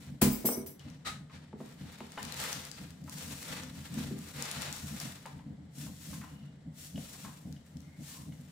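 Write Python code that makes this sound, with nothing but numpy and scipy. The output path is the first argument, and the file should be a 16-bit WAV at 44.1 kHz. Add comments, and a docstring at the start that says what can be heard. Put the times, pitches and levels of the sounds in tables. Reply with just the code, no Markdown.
"""A metal piece clinks close by, three times and faintly a fourth, and something scuffs the floor.
Then a short straw broom sweeps grit over concrete into a dustpan, in a bare kitchen with a low hum.
Straw and grit sound as dense tiny impacts; the pan's lip knocks, ringing its modes, and slides.
The hand-held microphone rumbles and bumps softly all along as it is carried about."""
import sys
import numpy as np
from scipy import signal
from scipy.fft import rfft, irfft, next_fast_len
from scipy.io import wavfile
from scipy.ndimage import uniform_filter1d

SR = 44100
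rng = np.random.default_rng(int(sys.argv[2]) if len(sys.argv) > 2 else 0)


def master(y):
    """Save y as 16-bit WAV."""
    cut = np.clip(np.atleast_2d(y).T, -1, 1)
    pcm = np.round(cut * 32767)  # scale
    wavfile.write(sys.argv[1], SR, pcm.astype(np.int16))


N = 375291


def broom(clump_db=5.0):
    """Straw tips flick over concrete, catch and roll the grit along; larger grains crackle."""
    # grit on concrete: (frequency [Hz], density [dB])
    grit_spectrum = [(190, -31), (330, -5.5), (480, -2.5), (640, -0.5), (850, -2), (1100, -1), (1500, -0.5),
                     (2200, -2), (2900, -3.5), (3900, -1.5), (5750, -8.5), (9500, -13), (11000, -32),
                     (16000, -34)]
    # straw hiss: (frequency [Hz], density [dB])
    straw_spectrum = [(700, -48), (1200, -10.5), (2300, -5.5), (3600, -2.5), (5500, -0.5), (7700, 2),
                      (9700, -0.5), (11000, -2), (12500, -3.5), (15200, -1.5), (16000, -16)]
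    grit_db, straw_db = stroke_levels_db()
    catching = drift(70)
    grit = coloured(grains(per_s=1800, spread_db=3, wet_db=3.5), grit_spectrum)
    grit *= from_db(grit_db - 1.03 + 2.33 * catching)
    straw = coloured(grains(per_s=7000, spread_db=2, wet_db=-1.5), straw_spectrum)
    straw *= from_db(straw_db - 0.24 + 0.9 * catching)
    # crackle needs both straw and grit; it clumps as straws spring free
    crackle = coloured(grains(per_s=160, spread_db=4, wet_db=-5), straw_spectrum)
    crackle *= from_db(np.minimum(grit_db, straw_db) - 6.5 + clump_db * catching)
    return grit + straw + crackle


def stroke_levels_db(gather_db=4, lift_db_per_s=91, rest_grit_db=-76, rest_straw_db=-89.5):
    """Grit and straw levels: strokes add in power, and grit builds up along each."""
    # broom strokes: (start [s], rise [s], length [s], grit [dB], straw [dB])
    strokes = [(0, 0.0052, 0.017, -56, -59.5), (0.773, 0.046, 0.11, -61, -70.5),
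               (1.291, 0.041, 0.063, -56.5, -70.5), (1.553, 0.064, 0.17, -62, -65.5),
               (1.758, 0.045, 0.77, -55, -64), (2.136, 0.084, 0.18, -48, -55.5),
               (2.341, 0.042, 0.11, -42.5, -44), (2.459, 0.049, 0.048, -41.5, -43.5),
               (2.587, 0.075, 0.055, -53, -61), (2.732, 0.048, 0.092, -55, -57.5),
               (3.021, 0.18, 0.4, -51, -47.5), (3.384, 0.16, 0.18, -45, -49.5),
               (3.703, 0.054, 0.21, -54.5, -56.5), (3.884, 0.1, 0.16, -48, -50),
               (4.147, 0.094, 0.23, -55, -54.5), (4.298, 0.12, 0.37, -43.0, -49),
               (4.716, 0.016, 0.22, -53.5, -50), (4.915, 0.13, 0.12, -48, -47),
               (5.137, 0.015, 0.15, -60.5, -66.5), (5.718, 0.098, 0.11, -62, -48),
               (5.895, 0.2, 0.25, -61, -50), (6.24, 0.05, 0.23, -69.5, -83),
               (6.728, 0.11, 0.095, -65, -47.5), (6.942, 0.066, 0.31, -58.5, -52.0),
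               (7.309, 0.018, 0.17, -74, -66), (7.634, 0.03, 0.034, -69, -66.5),
               (7.752, 0.015, 0.26, -72.5, -72.5), (7.948, 0.17, 0.195, -60, -49.5),
               (8.307, 0.032, 0.206, -67.5, -67)]
    t = np.arange(N) / SR
    grit_power, straw_power = from_db(rest_grit_db) ** 2, from_db(rest_straw_db) ** 2
    for start_s, rise_s, length_s, grit_db, straw_db in strokes:
        pressure = gesture(start_s, rise_s, length_s, lift_db_per_s)
        gathered_db = gather_db * (np.clip((t - start_s) / length_s, 0, 1) - 0.5)
        grit_power += (pressure * from_db(grit_db + gathered_db)) ** 2
        straw_power += (pressure * from_db(straw_db)) ** 2
    return 10 * np.log10(grit_power), 10 * np.log10(straw_power)


def grains(per_s, spread_db, wet_db):
    """Tiny random impacts, mostly small and a few large, blurred by the room."""
    sizes = from_db(spread_db * np.minimum(rng.exponential(1, N), 4)) * rng.choice([-1, 1], N)
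    clicks = sizes * (rng.random(N) < per_s / SR)
    return unit_rms(kitchen(np.array([clicks, np.roll(clicks, 23)]), wet_db))


def metal_clinks(rattle_hz=110, clean_db=-2, jangle_db=2, choke_t60_s=0.47):
    """Struck metal clashes, then its high modes ring, roughened by rattling, until a touch damps them."""
    # clinks: (time [s], ring [dB], clash [dB], strike point [0 rim, 1 face], rise [s], undamped [s])
    clinks = [(0.212, -37, -22, 0, 0.0058, 0.26), (.305, -43, -52, 0.2, 0.028, 0.17),
              (.447, -32.5, -33.5, 0.93, 0.011, 0.16), (0.66, -53.5, -50.5, 0.89, 0.0021, 0.066)]
    # metal modes: (frequency [Hz])
    modes_hz = [1723, 2191, 4990, 5884, 7590, 8226, 8678, 10010, 10170, 11540, 12750, 12950, 13120, 15190,
                15540, 15680]
    # ring of each mode: (t60 [s], rim strike [dB], face strike [dB])
    mode_rings = [(0.15, -12, -30), (0.65, -16, -21), (0.4, -11, -13), (0.55, -18.5, -7.5), (.28, -2, -5),
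                  (0.46, -16, -8.5), (0.43, -19.5, -4.5), (0.43, -19, -6.5), (0.15, 8, -16.5),
                  (0.31, -4, 5.5), (.25, -6, 1.5), (0.43, 2.5, -14), (.3, -8.5, -14), (0.32, 2, 0),
                  (.26, -3.5, -4), (.26, 4, -7.5)]
    # contact noise: (frequency [Hz], density [dB])
    clash_spectrum = [(290, -23.5), (500, -4.5), (1130, -13), (2130, -12.5), (3020, -15), (5000, -14.5),
                      (8450, -12), (9300, -11.5), (10800, -16), (12700, -30), (16000, -9)]
    out, t = np.zeros((2, N)), np.arange(SR) / SR
    for start_s, ring_db, clash_db, face, rise_s, free_s in clinks:
        clink = from_db(clash_db) * coloured(rng.standard_normal((2, SR)), clash_spectrum)
        clink *= decay(t60_s=0.25) + from_db(-13) * decay(t60_s=0.87)
        rattle = rng.standard_normal((2, SR))
        for hz, (t60_s, rim_db, face_db) in zip(modes_hz, mode_rings):
            # loose contact spreads each mode into a narrow band
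            rough = narrow_band(rattle, hz, rattle_hz) * decay(t60_s)
            ring = rough + from_db(clean_db) * mode(hz, t60_s, rng.uniform(0, np.pi, (2, 1)))
            ring *= from_db(jangle_db * drift(40)[:SR])
            clink += from_db(ring_db + rim_db + face * (face_db - rim_db)) * ring * lean_left(2.6)
        attack = np.minimum(t / rise_s, 1) ** 2
        choke = from_db(-60 * np.maximum(t - free_s, 0) / choke_t60_s)
        add(out, start_s, clink * attack * choke)
    return out


def dustpan_knocks(focus=3.5, rasp_db=-3):
    """The lip chatters briefly on the floor and excites the pan's modes around one pitch."""
    # knocks: (time [s], level [dB], ring centre [Hz], chatter time constant [s])
    knocks = [(.452, -33, 540, .008), (.488, -26.5, 695, 0.0029), (.520, -38, 640, 0.023),
              (.571, -46, 500, 0.0086), (.795, -49, 3500, 0.016), (1.297, -50.5, 1260, 0.016),
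              (1.53, -40.5, 520, 0.0043), (1.603, -41, 580, 0.0066), (2.005, -34, 770, 0.00082),
              (2.175, -32.5, 900, 0.011), (2.176, -37.5, 1810, 0.016), (2.439, -34, 1410, 0.0046),
              (3.077, -44, 1030, 0.015), (5.256, -36, 840, 0.003), (5.266, -40, 970, 0.0045),
              (5.390, -49.5, 1100, 0.0096), (5.864, -47, 1000, .009), (6.129, -42, 1310, 0.018),
              (6.213, -44.5, 1570, 0.011), (6.237, -42.5, 1070, 0.011), (6.958, -43, 2900, .004),
              (6.977, -40.5, 557, 0.0033), (6.978, -42, 3000, 0.0024), (7.149, -48, 860, .003),
              (7.245, -39.5, 1100, 0.03), (7.458, -55, 503, .004), (7.565, -52, 2240, 0.0032),
              (8.322, -52, 1890, .006)]
    # dustpan modes: (frequency [Hz], level [dB], t60 [s])
    pan_modes = [(425, 7, 0.15), (496, 15.5, 0.015), (716, 12.5, 0.012), (766, 2, 0.049), (910, 2, 0.03),
                 (1026, -1, 0.05), (1320, 3.5, 0.0082), (1495, -3, 0.019), (1610, -2, 0.01),
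                 (1780, -6, 0.037), (2180, -7, .03), (2930, 11, 0.021), (3800, -42, 0.02)]
    out, t = np.zeros(N), np.arange(SR // 8) / SR
    for start_s, db, centre_hz, chatter_s in knocks:
        contact = rng.standard_normal(len(t)) * np.exp(-t / chatter_s)
        body = np.zeros(SR)
        for k, (hz, mode_db, t60_s) in enumerate(pan_modes):
            excitation = np.exp(-focus * np.log2(hz / centre_hz) ** 2)
            body += from_db(mode_db) * excitation * mode(hz, t60_s) * (-1) ** k
        ring = unit_rms(signal.fftconvolve(contact, body)[:len(t)])
        rasp = narrow_band(contact, centre_hz, centre_hz, widen=1.4)
        add(out, start_s, from_db(db) * unit_peak(ring + from_db(rasp_db) * rasp))
    return kitchen(out, wet_db=-6) * lean_left(1.98)


def dustpan_squeaks(width_hz=130):
    """The pan's lip slides and sings faintly in one resonance."""
    # slides: (start [s], length [s], pitch [Hz], level [dB])
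    slides = [(6.169, 0.43, 2900, -70), (7.807, 0.27, 2130, -68.5), (8.08, 0.21, 1040, -61.5)]
    out = np.zeros((2, N))
    for start_s, length_s, hz, db in slides:
        swell = np.sqrt(np.hanning(int(length_s * SR)))
        tone = narrow_band(rng.standard_normal((2, len(swell))), hz, width_hz)
        add(out, start_s, from_db(db) * tone * swell)
    return out


def grit_ticks(centre_hz=5640, scatter_octaves=0.2, t60_s=0.0086, gain_db=5):
    """A single stone or snapping straw gives one broad, very short tick."""
    # ticks: (time [s], relative level [dB])
    ticks = [(.795, -47), (.901, -47.5), (2.12, -41.5), (2.229, -34.5), (2.251, -33), (2.323, -32),
             (2.529, -28), (2.652, -36), (2.715, -34.5), (2.906, -45), (3.041, -49), (3.096, -34.5),
             (3.635, -39), (3.942, -38.5), (4.189, -43), (4.424, -27), (4.514, -26.5), (4.62, -28.5),
             (4.727, -28), (5.001, -28), (5.261, -41.5), (7.526, -43.5), (7.770, -49.5), (7.805, -52)]
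    out = np.zeros((2, N))
    for start_s, db in ticks:
        hz = min(centre_hz * 2 ** (scatter_octaves * rng.standard_normal()), SR / 3)
        burst = rng.standard_normal((2, SR // 8)) * decay(t60_s)[:SR // 8]
        add(out, start_s, from_db(db + gain_db) * unit_peak(resonate(burst, hz, 0.95 * hz)))
    return kitchen(out, wet_db=-4.5) * lean_left(8)


def floor_scuff():
    """A short rub swells, rings in a few resonances and dies away."""
    # scuff: (time [s], level [dB], rise [s], t60 [s])
    scuffs = [(1.046, -35, 0.027, 0.31)]
    # rubbing noise: (frequency [Hz], density [dB])
    rub_spectrum = [(300, -6), (450, -0.5), (800, -3), (1250, 5.5), (1800, 4.5), (2600, 2), (3800, 0),
                    (5200, -3), (8000, -3.5), (12000, -15), (16000, -20)]
    # rub resonances: (frequency [Hz], width [Hz], gain [dB])
    resonances = [(817, 39, 9), (1255, 38, 10.5), (1890, 150, -5), (3900, 300, 4)]
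    out, t = np.zeros((2, N)), np.arange(SR) / SR
    for start_s, db, rise_s, t60_s in scuffs:
        rub = coloured(rng.standard_normal((2, SR)), rub_spectrum)
        ring = sum(from_db(gain_db) * resonate(rub, hz, width_hz) for hz, width_hz, gain_db in resonances)
        envelope = np.minimum(t / rise_s, from_db(-60 * (t - rise_s) / t60_s))
        add(out, start_s, from_db(db) * unit_rms(rub + ring) * envelope)
    return out


def grip_rumble(even_s=0.034, firm_db=-48, deep_follow=0.6, gain_db=1.5):
    """The hand creeps over the microphone housing and makes it rumble."""
    # grip friction: (frequency [Hz], density [dB])
    rumble_spectrum = [(20, -51), (35, -31.5), (50, -11), (65, -21.5), (81, 2), (108, -19), (142, 5.5),
                       (175, -1.5), (215, -3), (295, -7.5), (345, -32.5), (480, -25), (800, -31.5),
                       (1200, -61)]
    grip_db = grip_level_db()
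    creep = coloured(rng.standard_normal((2, N)), rumble_spectrum)
    creep /= np.sqrt(uniform_filter1d(np.mean(creep ** 2, axis=0), int(even_s * SR)) + 1e-9)
    # shifts raise the deepest part less than the rest
    deep = signal.sosfiltfilt(butter(2, 105), creep)
    deep_db = firm_db + deep_follow * (grip_db - firm_db)
    return from_db(gain_db) * ((creep - deep) * from_db(grip_db) + deep * from_db(deep_db))


def grip_level_db(creep_db=-57, swing_db=2, rise_s=0.028, settle_db_per_s=228):
    """Hand shifts over a faint creep, all sticking and slipping unevenly."""
    # hand shifts: (start [s], length [s], level [dB])
    shifts = [(0.053, 0.1, -49.5), (0.834, 0.022, -42.5), (1.04, 0.19, -52), (1.318, 0.046, -48),
              (1.793, 0.054, -44.5), (2.204, 0.064, -47), (2.334, 0.082, -51), (2.545, 0.033, -47),
              (2.785, 0.057, -45), (2.892, 0.023, -49), (3.001, 0.065, -46), (3.108, 0.072, -49),
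              (3.218, 0.12, -48), (3.485, 0.32, -48), (3.892, 0.29, -42), (4.34, 0.088, -47.5),
              (4.55, 0.047, -45), (4.654, 0.05, -47), (4.82, 0.024, -42.0), (4.893, 0.057, -44),
              (5.011, 0.053, -43.5), (5.315, 0.051, -49), (5.443, 0.08, -46), (5.565, 0.13, -50),
              (5.757, 0.15, -45.5), (6.056, 0.16, -45.5), (6.301, 0.034, -47), (6.396, 0.071, -46),
              (6.644, 0.058, -45), (6.929, 0.057, -42.5), (7.214, 0.067, -46.5), (7.436, 0.088, -46.5),
              (7.738, 0.02, -43.5), (7.858, 0.02, -47.5), (7.973, 0.05, -44), (8.17, 0.043, -48.5),
              (8.257, 0.061, -43.5), (8.373, 0.032, -46.5)]
    power = from_db(creep_db) ** 2
    for start_s, length_s, db in shifts:
        power += (from_db(db) * gesture(start_s, rise_s, length_s, settle_db_per_s)) ** 2
    return 10 * np.log10(power) + swing_db * drift(16)


def housing_bumps():
    """Blows ring the microphone housing's low modes; only their upper part reaches the room."""
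    # blows: (time [s], level [dB], low edge [Hz], high edge [Hz])
    blows = [(.217, -12.5, 40, 1290), (0.245, -24.5, 30, 280), (.265, -18.5, 60, 300),
             (.443, -23.5, 270, 700), (.488, -29, 332, 1200), (.570, -28.5, 256, 640),
             (.649, -41.5, 280, 600), (1.53, -37.5, 200, 485), (1.602, -36.5, 203, 480),
             (2.004, -37, 200, 480), (3.965, -27.5, 60, 266), (3.997, -30.5, 60, 293),
             (4.032, -36, 60, 230), (4.106, -27, 120, 450)]
    # housing modes: (frequency [Hz], level [dB], t60 [s])
    housing_modes = [(47.8, -10.5, 0.53), (77.3, -8.5, 0.4), (143.5, -1, 0.21), (209.8, 1, 0.29),
                     (244, 1.5, 0.21), (287.3, -9, 0.34), (326, -6.5, 0.14), (392.6, -4, 0.21),
                     (476.3, -11.5, 0.16), (654, -9, 0.065), (862, -14, 0.12), (1013, -15.5, 0.18),
                     (1265, -13, 0.056)]
    bumps = np.zeros(N)
    for start_s, db, low_hz, high_hz in blows:
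        body = np.zeros(SR)
        for k, (hz, mode_db, t60_s) in enumerate(housing_modes):
            body += from_db(mode_db + rng.standard_normal()) * mode(hz, t60_s) * (-1) ** k
        thud = signal.sosfilt(butter(4, high_hz), body)
        thud = signal.sosfilt(butter(2, low_hz, "high"), thud)
        add(bumps, start_s, from_db(db) * unit_peak(thud))
    deep = signal.sosfiltfilt(butter(3, 240), bumps)
    return deep + kitchen(bumps - deep, wet_db=-8)


def room_tone(air_db=-62):
    """A low steady hum in faint hiss."""
    # hum partials: (frequency [Hz], level [dB])
    partials = [(100, -74), (150, -66.5), (200, -87)]
    # still room: (frequency [Hz], density [dB])
    air_spectrum = [(24, -42), (40, -18), (155, -3.5), (269, -11), (363, -15.5), (630, -16.5),
                    (1180, -26.5), (2100, -22.5), (2570, -39), (2980, -28), (6650, -38), (7540, -31),
                    (16000, -72.5)]
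    t = np.arange(N) / SR
    hum = sum(from_db(db) * np.sin(2 * np.pi * (hz * t + rng.random())) for hz, db in partials)
    return hum + from_db(air_db) * coloured(rng.standard_normal((2, N)), air_spectrum)


def kitchen(x, wet_db, t60_s=0.53, build_s=0.0043, wall_hz=6500):
    """Direct sound plus dense reflections off bare walls, different on each side."""
    onset = np.minimum(np.arange(SR) / SR / build_s, 1)
    tail = signal.sosfilt(butter(1, wall_hz), rng.standard_normal((2, SR)) * decay(t60_s) * onset)
    tail *= from_db(wet_db) / np.sqrt(np.sum(tail ** 2) / 2)
    return x + signal.oaconvolve(np.atleast_2d(x), tail, axes=1)[:, :N]


def coloured(pair, spectrum):
    """Two unrelated signals shaped into a stereo pair with the given spectrum; rms 1."""
    # left-right likeness: (frequency [Hz], coherence [0-1])
    coherence = [(60, 0.95), (150, 1), (290, 0.83), (640, 0.44), (1400, 0.16), (15000, 0)]
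    # stereo balance: (frequency [Hz], left over right [dB])
    balance = [(100, 0), (400, 2.5), (1300, 2), (4400, 2.5), (15000, 4)]
    size = next_fast_len(pair.shape[-1])
    hz = np.arange(size // 2 + 1) * SR / size
    mid, side = rfft(pair, size)
    alike = at_hz(coherence, hz)
    stereo = np.sqrt(1 + alike) * mid + np.sqrt(1 - alike) * np.array([side, -side])
    stereo *= lean_left(at_hz(balance, hz)) * from_db(at_hz(spectrum, hz))
    return unit_rms(irfft(stereo, size)[:, :pair.shape[-1]])


def gesture(start_s, rise_s, length_s, fall_db_per_s, depth_db=28):
    """Gain of a movement that swells, holds and dies away."""
    t = np.arange(N) / SR - start_s
    swell_db = -depth_db * np.maximum(1 - t / rise_s, 0) ** 2
    fall_db = fall_db_per_s * np.maximum(t - length_s, 0)
    return from_db(np.maximum(swell_db - fall_db, -200))


def drift(per_s):
    """Straight lines between unit-normal random values."""
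    knots = rng.standard_normal(int(N / SR * per_s) + 2)
    return np.interp(np.arange(N) / SR * per_s, np.arange(len(knots)), knots)


def resonate(x, hz, width_hz):
    """Two-pole resonance, peak gain 1."""
    r = np.exp(-np.pi * width_hz / SR)
    feedback = [1, -2 * r * np.cos(2 * np.pi * hz / SR), r * r]
    return signal.lfilter(np.array([1, 0, -1]) * (1 - r * r) / 2, feedback, x)


def narrow_band(x, hz, width_hz, widen=2):
    """Two resonances in series, the second wider; rms 1."""
    return unit_rms(resonate(resonate(x, hz, width_hz), hz, widen * width_hz))


def decay(t60_s):
    return from_db(-60 * np.arange(SR) / SR / t60_s)


def mode(hz, t60_s, phase=0):
    return decay(t60_s) * np.sin(2 * np.pi * hz * np.arange(SR) / SR + phase)


def butter(order, hz, kind="low"):
    return signal.butter(order, hz, kind, fs=SR, output="sos")


def at_hz(points, hz):
    """Interpolate on a log-frequency axis."""
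    knots_hz, values = np.transpose(points)
    return np.interp(np.log(hz + 1e-3), np.log(knots_hz), values)


def from_db(db):
    return 10 ** (np.asarray(db) / 20)


def lean_left(db):
    return from_db(np.array([[0.5], [-0.5]]) * db)


def unit_rms(x):
    return x / np.sqrt(np.mean(x ** 2) + 1e-20)


def unit_peak(x):
    return x / np.abs(x).max()


def add(out, start_s, sound):
    start = round(start_s * SR)
    out[..., start:start + sound.shape[-1]] += sound[..., :N - start]


def scene():
    """Sweeping, clinks and handling over the room tone."""
    floor = broom() + floor_scuff() + dustpan_knocks() + dustpan_squeaks() + grit_ticks()
    return floor + metal_clinks() + grip_rumble() + housing_bumps() + room_tone()


def record(dry):
    """Steep low-pass at 16 kHz."""
    return signal.sosfilt(signal.ellip(12, 0.1, 80, 16000, fs=SR, output="sos"), dry)


dry = scene()
out = record(dry)
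master(out)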